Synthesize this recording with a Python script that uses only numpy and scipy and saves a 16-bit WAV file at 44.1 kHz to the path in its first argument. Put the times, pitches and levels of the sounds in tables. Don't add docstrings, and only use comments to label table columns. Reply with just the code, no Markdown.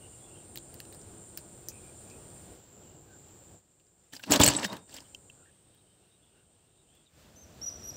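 import sys
import numpy as np
from scipy import signal
from scipy.fft import rfft, irfft
from scipy.io import wavfile
from scipy.ndimage import uniform_filter1d

SR = 44100
rng = np.random.default_rng(int(sys.argv[2]) if len(sys.argv) > 2 else 0)


def inscribe(sig):
    pcm = np.round(np.clip(np.atleast_2d(sig).T, -1, 1) * 32767)
    wavfile.write(sys.argv[1], SR, pcm.astype(np.int16))


N = 351036
T = np.arange(N) / SR
CHANGE_S = 7.1


def undb(db):
    return 10 ** (np.asarray(db) / 20)


def unit(x):
    return x / np.sqrt(np.mean(x ** 2))


def columns(table):
    time_s, *rest = np.transpose(table)
    return [np.interp(T, time_s, column) for column in rest]


def colour(x, points):
    hz, db = np.transpose(points)
    f = np.fft.rfftfreq(len(x), 1 / SR) + 1
    gain_db = np.interp(np.log(f), np.log(hz), db, left=-80, right=-80)
    return unit(irfft(rfft(x) * undb(gain_db), len(x)))


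def body(x, modes):
    out = 0
    for k, (hz, width_hz, db) in enumerate(modes):
        resonance = signal.lfilter(*signal.iirpeak(hz, hz / width_hz, SR), x)
        out = out + (-1) ** k * undb(db) * resonance
    return out


def smooth_twice(x, samples):
    return uniform_filter1d(uniform_filter1d(x, samples), samples)


def walk(rate):
    hold = int(SR / rate)
    steps = np.repeat(rng.standard_normal(N // hold + 1), hold)
    return unit(smooth_twice(steps, hold)[:N])


def add(out, start_s, x):
    i = int(start_s * SR)
    out[i:i + len(x)] += x[:N - i]


def dull(x):
    return signal.sosfilt(signal.butter(3, 9500, fs=SR, output="sos"), x)


# (relative, per Hz)
EARLY_RUMBLE = [(15, -45.5), (25, -18), (43, -8), (102, 1), (188, -4), (220, -6), (249, -8), (340, -5),
                (812, -14), (1110, -22), (1600, -26.5), (2080, -47), (3520, -120)]
LATE_RUMBLE = [(15, -49.5), (25, -29), (75, 4.5), (102, -2), (281, -8), (426, -10), (647, -10), (840, -17),
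               (1600, -27.5), (2080, -31.5), (3520, -120)]


def air_rumble():
    noise = rng.standard_normal(N)
    return np.where(T < CHANGE_S, colour(noise, EARLY_RUMBLE), colour(noise, LATE_RUMBLE))


# start_s (after a fade-in), stop_s, pitch_hz, width_hz, level_db
MOTOR = (.35, 2.35, 342, 16, -63.5)


def far_motor():
    start_s, stop_s, hz, width_hz, level_db = MOTOR
    fade = np.interp(T, [start_s - .2, start_s, stop_s - .5, stop_s], [0, 1, 1, 0])
    return undb(level_db) * fade * unit(body(rng.standard_normal(N), [(hz, width_hz, 0)]))


# (relative, per Hz)
LEAVES = [(700, -13), (1300, 0.5), (2200, -3.5), (3000, -1.5), (5000, -4.5), (7500, -7), (10000, -15),
          (12000, -14), (15500, -9.5), (16200, -32)]


def leaf_hiss():
    return colour(rng.standard_normal(N), LEAVES)


def cicada(kind, shape, chorus_db):
    rate, pattern_db = kind
    count = np.cumsum(rate * (1 + .002 * walk(6)) / SR).astype(int)
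    click_db = np.array(pattern_db)[count % len(pattern_db)] + 1.8 * rng.standard_normal(N)
    clicks = np.diff(count, prepend=0) * undb(click_db)
    chorus = undb(chorus_db) * rng.standard_normal(N)
    return colour(unit(clicks) + chorus, shape) * undb(1.4 * walk(23))


# clicks_per_s, then the level_db of each click in one muscle cycle
LOW_TYMBAL = (248, [0, -7])
# (relative, per Hz)
LOW_CICADA_BODY = [(6300, -34), (6900, -13), (7150, -3), (7450, -2), (7700, -5), (8100, -25.5)]


def low_cicadas():
    return cicada(LOW_TYMBAL, LOW_CICADA_BODY, chorus_db=4.5)


# clicks_per_s, then the level_db of each click in one muscle cycle
HIGH_TYMBAL = (385, [0, -9, -6, -4, -5, -10])
# (relative, per Hz)
HIGH_CICADA_BODY = [(7400, -38.5), (7900, -9), (8350, 0), (8600, -6), (9050, 0.5), (9280, -7.5),
                    (9400, -19), (9900, -29)]
HIGH_FAR_CHORUS = [(6500, -25), (7800, -8), (8300, 0.5), (8900, -3.5), (9300, -10.5), (9600, -32)]


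def high_cicadas():
    switch_s = 2.56
    near = cicada(HIGH_TYMBAL, HIGH_CICADA_BODY, chorus_db=-1)
    far = colour(rng.standard_normal(N), HIGH_FAR_CHORUS)
    return np.where(T < switch_s, near, far)


def shrill_insects():
    shape = [(12000, -19.5), (13400, -4), (14800, 4.5), (15500, 0.5), (15900, -26.5)]  # (Hz, dB)
    return colour(rng.standard_normal(N), shape)


# time_s, rumble_db, leaf_hiss_db,
# low_cicadas_db, high_cicadas_db, shrill_insects_db (before the small level wander)
AIR_MIX = [(0, -55.5, -66, -61.5, -58, -78), (.8, -53.5, -65.5, -58.5, -57.5, -77),
           (2.52, -53, -64, -58.5, -57, -73), (2.62, -57, -67, -61, -73.5, -78),
           (3.55, -56.5, -67, -60.5, -68, -77.5), (3.62, -71, -77, -71.5, -76.5, -88.5),
           (4.8, -67.5, -77.5, -69, -66, -86.5), (4.95, -61, -66.5, -63, -61.5, -79.5),
           (5.43, -63.5, -74, -66, -66.5, -85.5), (5.52, -66, -73.5, -79.5, -67, -90),
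           (6.3, -68, -77.5, -80, -71, -91), (7.03, -67.5, -74.5, -74.5, -70.5, -93),
           (7.08, -73, -76.5, -77.5, -76.5, -92), (7.2, -58.5, -64, -72, -75, -93),
           (7.4, -57.5, -66.5, -73.5, -75, -87), (7.65, -53, -61.5, -69, -73.5, -78),
           (7.96, -51.5, -60, -66.5, -72, -80.5)]


def surroundings():
    rumble, hiss, low, high, shrill = undb(columns(AIR_MIX))
    air = rumble * undb(walk(21)) * air_rumble() + hiss * undb(walk(12)) * leaf_hiss()
    insects = low * low_cicadas() + high * high_cicadas() + shrill * undb(walk(14)) * shrill_insects()
    return air + far_motor() + insects


def note(length_s, from_hz, to_hz, blur):
    t = T[:int(length_s * SR)]
    flutter = unit(smooth_twice(rng.standard_normal(SR // 2), blur))[:len(t)]
    tone = np.sin(2 * np.pi * (from_hz + (to_hz - from_hz) * t / length_s / 2) * t)
    return np.sqrt(np.sin(np.pi * t / length_s)) * (.5 + .9 * flutter) * tone


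# start_s, length_s, pitch_hz (mid-note), glide_hz, level_db (before flutter)
FAR_NOTES = [(.005, 0.073, 2864, 1, -59.5), (0.064, 0.177, 2878, -100, -70), (0.202, .13, 3406, -1, -65.5),
             (0.249, 0.21, 2780, 4, -65.5), (.342, 0.079, 3150, -2, -66.5), (1.696, 0.108, 2487, -3, -59.5),
             (1.83, 0.085, 2402, 0.5, -64), (2.06, 0.118, 2524, -4.5, -61.5),
             (2.819, 0.167, 2902, 0.5, -70.5), (2.82, 0.045, 3220, 0, -70), (3.066, 0.111, 1542, -64, -64),
             (5.041, 0.044, 3060, 0.5, -64), (5.368, 0.0927, 1417, -59, -66.5),
             (5.452, 0.058, 1710, -1, -65), (5.799, 0.181, 3070, 1, -74), (5.763, .06, 3800, 0, -73),
             (6.098, .083, 3731, 200, -74.5), (6.215, 0.082, 3406, 0, -72.5),
             (6.332, 0.1176, 1528, 0.5, -74), (6.768, 0.0676, 3762, 0, -70.5), (6.88, .069, 3190, 400, -66),
             (6.94, .106, 3400, -150, -70), (7.055, 0.032, 3750, -700, -66.5),
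             (7.088, 0.0505, 2308, -0.5, -74.5)]
# start_s, length_s, from_hz, to_hz, level_db (before flutter)
FALLING_SWISH = (7.035, .035, 7200, 4000, -73)


def far_birds():
    out = np.zeros(N)
    for start_s, length_s, hz, glide_hz, level_db in FAR_NOTES:
        call = note(length_s, hz - glide_hz / 2, hz + glide_hz / 2, blur=125)
        add(out, start_s, undb(level_db) * call)
    start_s, length_s, from_hz, to_hz, level_db = FALLING_SWISH
    add(out, start_s, undb(level_db) * note(length_s, from_hz, to_hz, blur=50))
    murmur = np.zeros(N)
    for hz in (2800, 3200, 3700):
        band = unit(body(rng.standard_normal(N), [(hz, 300, 0)]))
        murmur += undb(3.63 * walk(14)) * band
    return out + undb(-84.5) * ((T > 5.3) & (T < CHANGE_S)) * murmur


# pitch_hz, width_hz, level_db
HOLLOW_TUBE = [(122.6, 110, -7.5), (189.4, 30, -7.5), (278.6, 25, -1.5), (420.6, 34, -7.5),
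               (570, 180, -3.5), (948, 210, -4)]
GLASSY_SKIN = [(10414, 720, -2), (11174, 1100, -1), (15770, 3200, 5)]


def contacts(table, wood, spike_t60_s, ring_q, tail_t60_s, boom_db):
    out, t = np.zeros(N), T[:SR // 6]
    boom = body(undb(-60 * t / 0.0026), HOLLOW_TUBE)
    boom = undb(boom_db) * boom / np.abs(boom).max()
    for start_s, peak_db, hz, ring_db, tilt_db, treble_db, tail_db in table:
        shape = undb(-60 * t / spike_t60_s) + undb(tail_db - 60 * t / tail_t60_s)
        noise = rng.standard_normal((2, len(t)))
        noise[:, 0] = 3.7
        modes = [(f, width, db + tilt_db * np.log2(f / 4000)) for f, width, db in wood]
        modes.append((hz, hz / ring_q, ring_db))
        crack = dull(body(shape * noise[0], modes))
        crack += undb(treble_db) * body(shape ** 1.25 * noise[1], GLASSY_SKIN)
        add(out, start_s, undb(peak_db) * (crack / np.abs(crack).max() + boom))
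    return out


# pitch_hz, width_hz, level_db
WOODEN_STOCK = [(1726, 343, -1), (2957, 268, -6), (3400, 310, -17), (3794, 426, -3.5), (4870, 1350, 6.5),
                (5906, 1460, 4), (7570, 1007, 5)]
# start_s, peak_db (without boom), ring_hz (favoured mode), ring_db,
# tilt_db (an octave), treble_db (skin), tail_db
CLIP_TICKS = [(.5577, -26.5, 3370, 13, -2, 0.5, -14.5), (.5634, -36, 4200, 8, 1.5, 0, -9.5),
              (.5742, -23, 3690, 6.5, -2.5, 1, -16), (.5835, -33.5, 3240, 7.5, 4.5, -7, -13),
              (.742, -35, 1838, 12.5, -6, 3.5, -14.5), (.8021, -28, 2800, 9, -3, 1.5, -15.5),
              (.852, -43, 2850, 8, -5, -8, -17.5), (.9253, -39.5, 3933, 10.5, -4.5, -5, -3.5),
              (.9465, -41, 1540, 3.5, -5.5, -6, -5), (1.015, -43, 6560, 10.5, 5, -12.5, -13.5),
              (1.3742, -19.5, 2676, -0.5, -2, 1, -13), (1.6855, -22, 6213, 11, 5.5, 5, -4),
              (2.099, -44, 2500, -7.5, 2, -17, -4.5), (3.7983, -56.5, 2720, 9, 1, -12.5, 8),
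              (3.868, -55, 7100, -2.5, -1.5, -15.5, -16), (5.7476, -51, 3660, 8, -5, -0.5, -15),
              (6.952, -51, 3382, -2.5, 2, 4.5, -10)]


def clip_ticks():
    return contacts(CLIP_TICKS, WOODEN_STOCK, spike_t60_s=.0055, ring_q=8, tail_t60_s=.08, boom_db=-27)


def scrape(modes, patchy_db, rate):
    out = 0
    for mode in modes:
        size_db = np.minimum(1.4 * rng.exponential(size=N), 12) + patchy_db * walk(rate)
        slips = rng.random(N) < .15
        grains = rng.standard_normal(N) * slips * undb(size_db)
        out = out + body(grains, [mode])
    return unit(out)


# pitch_hz, width_hz, level_db
HARD_WALL = [(1674, 370, -2), (3011, 650, -0.5), (4300, 1400, -2), (5200, 1900, -4.5), (7760, 650, -1)]
# time_s, scrape_db, then relative to it hollow_db (tube), treble_db (skin)
BOLT_DRAGS = [
    [(4.11, -91.5, -13.5, -13.5), (4.132, -50, -1.5, -8), (4.17, -47.5, -23, -12), (4.182, -61.5, -4, -6.5),
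     (4.22, -65.5, -1, -1.5), (4.24, -44.5, -10.5, -30.5), (4.255, -55, -12, -6), (4.278, -51.5, 8, -12),
     (4.298, -50.5, 14, -30)],
    [(4.302, -34.5, 3.5, -28), (4.32, -24.5, -3.5, -25), (4.366, -29, 3, -19), (4.39, -47, 2.5, -11),
     (4.403, -25.5, 5.5, -8), (4.443, -26, -4.5, -21), (4.482, -26, -4.5, -6), (4.5, -29.5, -3, -19),
     (4.53, -41, 4.5, -24), (4.572, -39.5, 1.5, -36), (4.62, -47, 9, -31), (4.65, -28, -10.5, -20.5),
     (4.662, -45, 1, -2.5), (4.69, -53, 8.5, -24), (4.73, -50.5, 9, -7.5), (4.8, -71, 17, -15.5),
     (4.87, -91, 13.5, -19.5)],
    [(4.88, -64.5, -7, -19.5), (4.928, -58, -5, -10.5), (4.946, -46, -11, -11.5), (5.03, -69, 4.5, -19)],
]


def bolt_slide():
    scrape_db, hollow_db, treble_db = columns(np.concatenate(BOLT_DRAGS))
    moving = (T > BOLT_DRAGS[0][0][0]) & (T < BOLT_DRAGS[-1][-1][0])
    wall = dull(scrape(HARD_WALL, patchy_db=4.5, rate=150))
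    skin = scrape(GLASSY_SKIN, patchy_db=3.5, rate=98)
    low_hollow = scrape(HOLLOW_TUBE[:3], patchy_db=6.0, rate=33)
    overtones = undb(-2) * scrape(HOLLOW_TUBE[3:], patchy_db=2.5, rate=55)
    texture = wall + undb(treble_db) * skin + undb(hollow_db) * (low_hollow + overtones)
    return uniform_filter1d(moving * undb(scrape_db), 90) * texture


# start_s, peak_db (without boom), ring_hz (favoured mode), ring_db,
# tilt_db (an octave), treble_db (skin), tail_db
BOLT_KNOCKS = [(4.125, -44.5, 7300, 12, 1, -2.5, -7.5), (4.1352, -32.5, 1880, 15.5, 5, -7.5, -12.5),
               (4.165, -33.5, 4880, 18.5, 1.5, -4.5, -2.5), (4.1947, -39.5, 1475, 11.5, -8.5, -12, -3),
               (4.2367, -29, 2717, 8, -6, -15.5, -8.5), (4.3079, -17, 7460, 5, 6.5, -7.5, -10),
               (4.3141, -16, 7800, 10, -2, -5.5, -5.5), (4.3203, -6, 6965, 10, 4.5, -8.5, -9),
               (4.3366, -10, 6730, 5, 1, -11.5, -7), (4.3596, -12, 6780, 11, -2, -10, -8),
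               (4.3994, -13, 3405, 12, 1.5, -6, -8.5), (4.4128, -8.5, 4400, 8, 8, -9, -9),
               (4.4164, -11, 3551, 11, 2, -9, -9.5), (4.4348, -3, 7180, 11, 1.7, -17, -7.5),
               (4.4433, -9.5, 7390, 11, 5.5, -5.5, -8), (4.4628, -6.5, 4350, 8, 5.5, -7.5, -7.5),
               (4.4771, -5, 7987, 17, 2.44, -8, -9.5), (4.4849, -10.5, 7391, 12, -1.76, -19, -7),
               (4.5007, -21, 4750, 11, -2.82, -9, -7.5), (4.536, -23, 1677, 10.5, 0.5, -23.5, -12),
               (4.55, -21, 3750, 14.5, 5, -30, -15.5), (4.586, -27.5, 2930, 5.5, -4, -28.5, -2),
               (4.6301, -23.5, 2735, 9.5, -6.5, -22, 2), (4.6479, -17, 1900, 5.5, -3, -16.5, -12),
               (4.729, -33, 1579, 12, -6.5, -19, -4), (4.7671, -35, 3500, 8.5, 0.9, -13.5, -4),
               (4.894, -43.5, 4980, 4, -0.78, -15.5, -2.5), (4.9418, -33.5, 7300, 9.5, 7, -9.5, -5.5),
               (4.9653, -34, 5120, 10, -1.76, -8, 1), (4.9842, -37.5, 3055, 15, -3.5, -14, -19),
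               (5.0043, -40, 5010, 8.5, 2, -13, -9)]


def bolt_knocks():
    return contacts(BOLT_KNOCKS, HARD_WALL, spike_t60_s=.0195, ring_q=16, tail_t60_s=.0371, boom_db=-12.5)


def ring(level_db, hz, t60_s):
    t = T[:int(t60_s * SR)]
    wake = np.sin(np.pi / 2 * np.minimum(t / .003, 1)) ** 2
    return undb(level_db - 60 * t / t60_s) * np.sin(2 * np.pi * hz * t) * wake


RINGING_PARTS = {"tube": (289.1, .16), "overtone": (590, 0.092), "grip": (125, 0.1), "stock": (180, .12),
                 "hand": (65, .13), "long wire": (3710, .42), "catch": (3075, .018),
                 "catch plate": (2709, .02), "knot": (3760, 0.043), "wire": (4330, .15),
                 "short wire": (7956, .03), "short wire, free end": (7860, .27), "pin": (10170, 0.065),
                 "twist": (12150, .08)}
# start_s, level_db (at the start of the decay), part
GUN_JOLTS = [(4.303, -19, "tube"), (4.305, -26, "stock"), (4.312, -28, "pin"), (4.322, -34, "twist"),
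             (4.339, -32.5, "twist"), (4.34, -27, "stock"), (4.32, -27, "overtone"),
             (4.36, -26, "overtone"), (4.398, -14.5, "tube"), (4.399, -21, "overtone"),
             (4.432, -22, "tube"), (4.435, -38, "pin"), (4.445, -25, "stock"), (4.45, -21, "overtone"),
             (4.462, -24.5, "wire"), (4.473, -18.5, "grip"), (4.556, -30, "tube"),
             (4.564, -13, "short wire"), (4.575, -46, "short wire, free end"), (4.48, -28.5, "hand"),
             (5.1464, -28, "catch"), (5.146, -33.5, "catch plate"), (5.298, -37, "catch plate"),
             (5.297, -41, "catch"), (4.652, -45, "long wire"), (4.699, -36, "knot"), (4.551, -32, "knot")]


def jolted_parts():
    out = np.zeros(N)
    for start_s, level_db, part in GUN_JOLTS:
        add(out, start_s, ring(level_db, *RINGING_PARTS[part]))
    return out


# start_s, peak_db (without boom), ring_hz (favoured mode), ring_db,
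# tilt_db (an octave), treble_db (skin), tail_db
TRIGGER_CATCHES = [(5.1475, -36, 6000, 3.5, 2.4, -11, -15), (5.2991, -46, 4800, 3, -2.5, -11.5, -16.5)]


def trigger_catches():
    return contacts(TRIGGER_CATCHES, WOODEN_STOCK, spike_t60_s=.008, ring_q=8.5, tail_t60_s=.035, boom_db=-21)


# start_s, length_s, pitch_hz, scoop_s (slide up), step_hz, sag_hz,
# start_db, end_db, octave_db (relative to the whistle), flick_db
NEAR_WHISTLES = [(7.359, .09, 6150, 0.00564, 221, 800, -55, -54, -18, -74.5),
                 (7.614, .08, 5843, 0.01758, 32.5, 160, -42, -31, -25, -41.5),
                 (7.828, .077, 5803, 0.01115, 31.5, 90.5, -51.5, -36.5, -13.5, -43),
                 (7.939, 0.092, 5850, 0.0039, 0, 99.5, -52.5, -35.5, -29.5, -75)]


def near_bird():
    scoop_hz = 328
    break_at, break_s, break_db = 0.531, 0.00305, -17.5
    flick_s, flick_hz = .0105, 1000
    grove_t60_s, grove_db = 0.67, -6.5
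    dry = np.zeros(N)
    for start_s, length_s, hz, scoop_s, step_hz, sag_hz, start_db, end_db, octave_db, flick_db in NEAR_WHISTLES:
        t = T[:int(length_s * SR)]
        u = t / length_s
        scoop = scoop_hz * np.exp(-(t / scoop_s) ** 4)
        sag = sag_hz * ((u - break_at) / (1 - break_at)) ** 2
        pitch = hz - scoop + (u > break_at) * (step_hz - sag)
        dip_db = break_db * np.exp(-((t - break_at * length_s) / break_s) ** 2)
        level_db = start_db + (end_db - start_db) * np.sqrt(u) + dip_db
        phase = 2 * np.pi * np.cumsum(pitch) / SR
        edges = np.clip(np.minimum(t, length_s - t) / 0.002, 0, 1)
        voice = np.sin(phase) + undb(octave_db) * np.sin(2 * phase)
        add(dry, start_s, edges * undb(level_db) * voice)
        t = T[:int(flick_s * SR)]
        fall = np.sin(2 * np.pi * (hz - flick_hz * t / flick_s / 2) * t)
        flick = np.sin(np.pi * t / flick_s) * fall
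        add(dry, min(start_s + length_s - flick_s / 2, T[-1]), undb(flick_db) * flick)
    echo = rng.standard_normal(SR) * undb(-60 * T[:SR] / grove_t60_s)
    return dry + undb(grove_db) * signal.fftconvolve(dry, echo / np.linalg.norm(echo))[:N]


def scene():
    gun = clip_ticks() + bolt_slide() + bolt_knocks() + jolted_parts() + trigger_catches()
    gun = signal.sosfilt(signal.butter(2, 80, "high", fs=SR, output="sos"), gun)
    return (surroundings() + far_birds() + gun + near_bird())[None]


def record(dry):
    rounded = np.tanh(dry)
    soft = signal.sosfilt(signal.ellip(6, .3, 35, 15600, fs=SR, output="sos"), rounded)
    return signal.sosfilt(signal.ellip(8, .2, 70, 16600, fs=SR, output="sos"), soft)


dry = scene()
out = record(dry)
inscribe(out)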